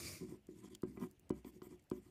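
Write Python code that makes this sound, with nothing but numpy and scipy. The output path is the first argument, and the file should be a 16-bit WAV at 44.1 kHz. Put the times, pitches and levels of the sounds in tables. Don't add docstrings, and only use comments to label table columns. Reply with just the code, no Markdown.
import sys
import numpy as np
from scipy import signal
from scipy.fft import rfft, irfft
from scipy.io import wavfile
from scipy.ndimage import uniform_filter1d

SR = 44100
rng = np.random.default_rng(int(sys.argv[2]) if len(sys.argv) > 2 else 0)


def persist_wave(psi):
    counts = np.round(np.clip(psi, -1, 1) * 32767).astype(np.int16)
    wavfile.write(sys.argv[1], SR, np.atleast_2d(counts).T)


def nominal_scale(level):
    x = np.asarray(level, float) / 20
    return 10 ** x


N = 92962


def evened(x):
    return x / np.sqrt(np.mean(x ** 2) + 1e-20)


def curve(table, count):
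    rows = np.array(table)
    return np.interp(np.arange(N) / SR, rows[:, 0], rows[:, count])


def add(mix, s, sound):
    part = mix[round(s * SR):][:len(sound)]
    part += sound[:len(part)]


def resonance_db(hz, peaks):
    return sum(db / (1 + (2 * (hz - f) / width) ** 2) for f, width, db in peaks)


def hiss(colour, peaks, patchy_db, flicker_db):
    frames = N // 64 + 8
    real, imag, patches = np.moveaxis(rng.standard_normal((frames, 129, 3)), 2, 0)
    patches = uniform_filter1d(patches, 24, axis=0)
    patches = evened(uniform_filter1d(patches, 4, axis=1))
    flicker = evened(uniform_filter1d(rng.standard_normal(frames), 3))[:, None]
    spectra = (real + 1j * imag) * nominal_scale(patchy_db * patches + flicker_db * flicker)
    white = signal.istft(spectra.T, nperseg=256, noverlap=192)[1][:N]

    hz = np.fft.rfftfreq(N, 1 / SR)
    f, db = np.transpose(colour)
    shape_db = np.interp(np.log(hz + 1), np.log(f), db, left=-90, right=-90)
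    shape_db = shape_db + resonance_db(hz, peaks)
    return evened(irfft(rfft(white) * nominal_scale(shape_db), N))


RADIATE_HZ = 148.4


def ring(modes, contact_s, tilt_db=None):
    t = np.arange(SR // 3) / SR
    tilt_db = np.zeros(len(modes)) if tilt_db is None else tilt_db
    sound = np.zeros(len(t))
    for (hz, db, t60), tilt in zip(modes, tilt_db):
        sound += nominal_scale(db + tilt - 60 * t / t60) * np.sin(2 * np.pi * hz * t)
    push = np.exp(-.5 * ((t[:400] - 2 * contact_s) / (contact_s / 2)) ** 2)
    pushed = signal.fftconvolve(sound, push)[:len(t)]
    radiation = signal.butter(3, RADIATE_HZ, 'high', fs=SR, output='sos')
    out = signal.sosfilt(radiation, pushed)
    return out / abs(out).max()


# (t/s, thud peak level/dB, woody clack level/dB re thud)
KNOCKS = [(0.225, -41, -38), (.32, -41, -34), (0.352, -46.5, -48), (0.486, -40, -24), (.639, -45, -21),
          (.749, -63.5, 1.5), (0.8316, -26.5, -14), (.973, -42, -3.5), (1.193, -60, -22),
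          (1.303, -23.5, -15), (1.446, -42.5, -8), (1.561, -50, -15), (1.618, -40.5, -4.5),
          (1.666, -45.5, -22), (1.725, -56, -8.5), (1.9136, -26.5, -14)]
# (f/Hz, level/dB, t60/s)
DESK_MODES = [(62.6, 5.5, 0.42), (95, 9.5, 0.033), (128, -4.5, 0.12), (185.8, -8, 0.2), (209, -3.5, 0.2),
              (258, 2, .12), (313, 3.5, 0.023), (314.5, 3, 0.11), (363.3, 13, 0.093), (434, -1, 0.05),
              (430, -29, 0.11), (581, -6, 0.18)]
# (f/Hz, level/dB, t60/s)
WOOD_MODES = [(744, -4.5, 0.094), (1024, 8.5, 0.025), (1071, -10.5, 0.031), (1218, 5, 0.018),
              (1413, -6, 0.023), (1596, -17, 0.13), (1996, -3, 0.045), (2307, -2, 0.033),
              (2930, -39, 0.098), (2966, -16, 0.12)]
CLACK_S = 0.000094
CHATTER_S = .0008
SCATTER_DB, SCATTER_T60 = -25.5, 0.26


def knocks():
    push_s, clack_lead_s = 0.00098, 0.0016
    mode_spread_db = 1.8
    out, clack, t = np.zeros(N), ring(WOOD_MODES, CLACK_S), np.arange(8192) / SR
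    rough = np.exp(-t / CHATTER_S) + nominal_scale(SCATTER_DB - 60 * t / SCATTER_T60)
    for s, db, clack_db in KNOCKS:
        drive = rng.standard_normal(8192) * rough
        woody = signal.fftconvolve(drive / np.linalg.norm(drive), clack)
        add(out, s, nominal_scale(db + clack_db) * woody)
        tilt_db = mode_spread_db * rng.standard_normal(len(DESK_MODES))
        add(out, s + clack_lead_s, nominal_scale(db) * ring(DESK_MODES, push_s, tilt_db))
    return out


# (t/s, peak level/dB, centre f/Hz, length/s)
TICKS_AND_CLICK = [(.4688, -54, 8000, .002), (.743, -58, 4000, .003), (.7492, -43, 7000, .0035),
                   (.7497, -52, 2400, .005), (.8205, -53, 9000, .002), (.833, -60, 6000, .004),
                   (1.1119, -54, 12000, .002), (1.1952, -55, 13000, .003), (1.2935, -50, 9100, .003),
                   (1.304, -54, 5000, .004), (1.445, -60, 3500, .004), (1.619, -58, 4000, .003),
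                   (1.824, -68, 11500, .002), (1.84, -66, 12600, .002), (1.8996, -50, 8000, .002),
                   (1.912, -57, 6000, .004), (2.1048, -49, 2900, .004)]
# (f/Hz, width/Hz, level/dB)
BARREL = [(2200, 750, -0.5), (3284, 600, 11.5), (4650, 740, 6.5), (5830, 270, 1.5), (7290, 1160, 6),
          (8370, 190, 6.5)]


def ticks_and_click():
    tail_db, tail_t60, spread_octaves = -22.5, 0.081, 0.83
    out, t, hz = np.zeros(N), np.arange(4096) / SR, np.fft.rfftfreq(4096, 1 / SR)
    resonances = nominal_scale(0.97 * resonance_db(hz, BARREL))
    for s, db, centre_hz, length in TICKS_AND_CLICK:
        band = np.exp(-.5 * (np.log2((hz + 1) / centre_hz) / spread_octaves) ** 2)
        noise = irfft(rfft(rng.standard_normal(4096)) * band * resonances)
        u = t / max(length, 3e-4)
        envelope = 3 * u * np.exp(-3 * u + 1)
        snap = (envelope + nominal_scale(tail_db - 60 * t / tail_t60)) * noise
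        add(out, s, nominal_scale(db) * snap / abs(snap).max())
    return out


# (t/s, length/s, hiss level/dB, low murmur level/dB,
# woody rasp level/dB, bright sheen level/dB)
STROKES = [(0.191, 0.076, -70.5, -46.5, -70.5, -87), (0.257, 0.12, -72, -50, -70.5, -83),
           (0.477, 0.073, -78.5, -54, -87, -88), (0.537, 0.097, -73.5, -57.5, -79.5, -84),
           (0.614, 0.08, -70, -54, -68, -86), (0.694, 0.053, -70.5, -55.5, -78, -86),
           (0.858, 0.073, -75.5, -53, -85, -87), (0.914, 0.063, -80, -55.5, -92, -80),
           (0.951, 0.046, -79, -53, -67, -83), (0.992, 0.083, -67, -43, -58, -71),
           (1.058, 0.085, -84, -65.5, -85.5, -87), (1.334, 0.08, -76.5, -55, -76, -84),
           (1.443, .07, -72, -56.5, -71.5, -69.5), (1.517, 0.078, -76, -58.5, -102, -82.5),
           (1.621, .065, -72.5, -62, -72, -70.5), (1.684, 0.082, -73.5, -55, -74, -84),
           (1.79, 0.013, -71.5, -85, -88, -102), (1.918, .09, -75, -56, -78, -78.5),
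           (2.009, 0.12, -77.5, -65.5, -80, -87)]


def effort(count, arch):
    edge_s, stop_t60 = 0.0072, 0.027
    t, power = np.arange(N) / SR, np.zeros(N)
    for row in STROKES:
        start, length = row[:2]
        u = t - start
        rise = np.clip(u / edge_s, 0, 1)
        stop = nominal_scale(-60 * np.maximum(u - length + edge_s, 0) / stop_t60)
        round_top = np.sin(np.pi * np.clip(u / length, .15, .85)) ** arch
        power += (nominal_scale(row[count]) * rise * stop * round_top) ** 2
    return np.sqrt(power)


# (f/Hz, level/dB per Hz)
SCRATCH_COLOUR = [(880, -90), (1500, -34.5), (1770, 2), (2190, 4.5), (2660, -15.5), (3560, -9), (3770, -11),
                  (5620, -4), (11900, -3), (15300, -39.5)]
# (f/Hz, level/dB per Hz)
SHEEN_COLOUR = [(5000, -28), (8500, 2), (9130, -24), (9990, -9.5), (10900, -20), (11900, 2), (15300, 0)]


def scratch():
    grit = hiss(SCRATCH_COLOUR, BARREL, patchy_db=3, flicker_db=1.8)
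    sheen = hiss(SHEEN_COLOUR, [(11900, 600, 3)], patchy_db=2.5, flicker_db=1.8)
    return effort(count=2, arch=0.77) * grit + effort(count=5, arch=1.0) * sheen


def murmur():
    bumps_per_s, bump_s = 510, 0.0015
    body_arch = 1.28
    strength = nominal_scale(-0.5 * np.minimum(rng.exponential(1, N), 4))
    bumps = strength * (rng.random(N) < bumps_per_s / SR)
    bumps = evened(bumps * rng.choice([-1., 1.], N))
    low, woody = ring(DESK_MODES, bump_s), ring(WOOD_MODES, CLACK_S)
    out = np.zeros(N)
    for body, count in ((low, 3), (woody, 4)):
        pushes = bumps * effort(count, body_arch)
        out += signal.fftconvolve(pushes, body / np.linalg.norm(body))[:N]
    return out


# (t/s, level/dB)
SLIDE = [(0.0, -46.5), (0.016, -51), (0.066, -48), (0.164, -53), (0.254, -74), (0.3, -71)]
# (f/Hz, level/dB per Hz)
SLIDE_COLOUR = [(24, -28), (40, -40), (86, -0.5), (174, -6), (258, -13.5), (348, -5), (394, -18.5),
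                (469, -20), (896, -35.5), (2310, -23), (3270, -27.5), (4740, -17), (9520, -22.5),
                (15300, -26)]
# (f/Hz, width/Hz, level/dB)
SHEET = [(594, 120, 8.5), (1147, 330, 12), (2300, 560, 10.5), (4760, 400, 4.5), (5340, 250, 3.5),
         (6900, 200, 4), (8700, 250, 3), (9320, 120, 12.5)]


def slide():
    level = nominal_scale(curve(SLIDE + [(.45, -110)], count=1))
    return level * hiss(SLIDE_COLOUR, SHEET, patchy_db=1.5, flicker_db=.7)


# (f/Hz, level/dB per Hz)
ROOM_COLOUR = [(18, -47), (30, -4), (108, 3.5), (890, -19), (1040, -24), (1900, -23.5), (2800, -20.5),
               (3190, -25.5), (4040, -29.5), (15300, -34.5)]


def room():
    return nominal_scale(-71.5) * hiss(ROOM_COLOUR, [], patchy_db=2.2, flicker_db=.6)


def scene():
    mono = knocks() + ticks_and_click() + scratch() + murmur() + slide() + room()
    return np.tile(mono, (2, 1))


def top_cut(x):
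    return signal.sosfilt(signal.butter(12, 15420, fs=SR, output="sos"), x)


def record(dry):
    return top_cut(dry)


dry = scene()
out = record(dry)
persist_wave(out)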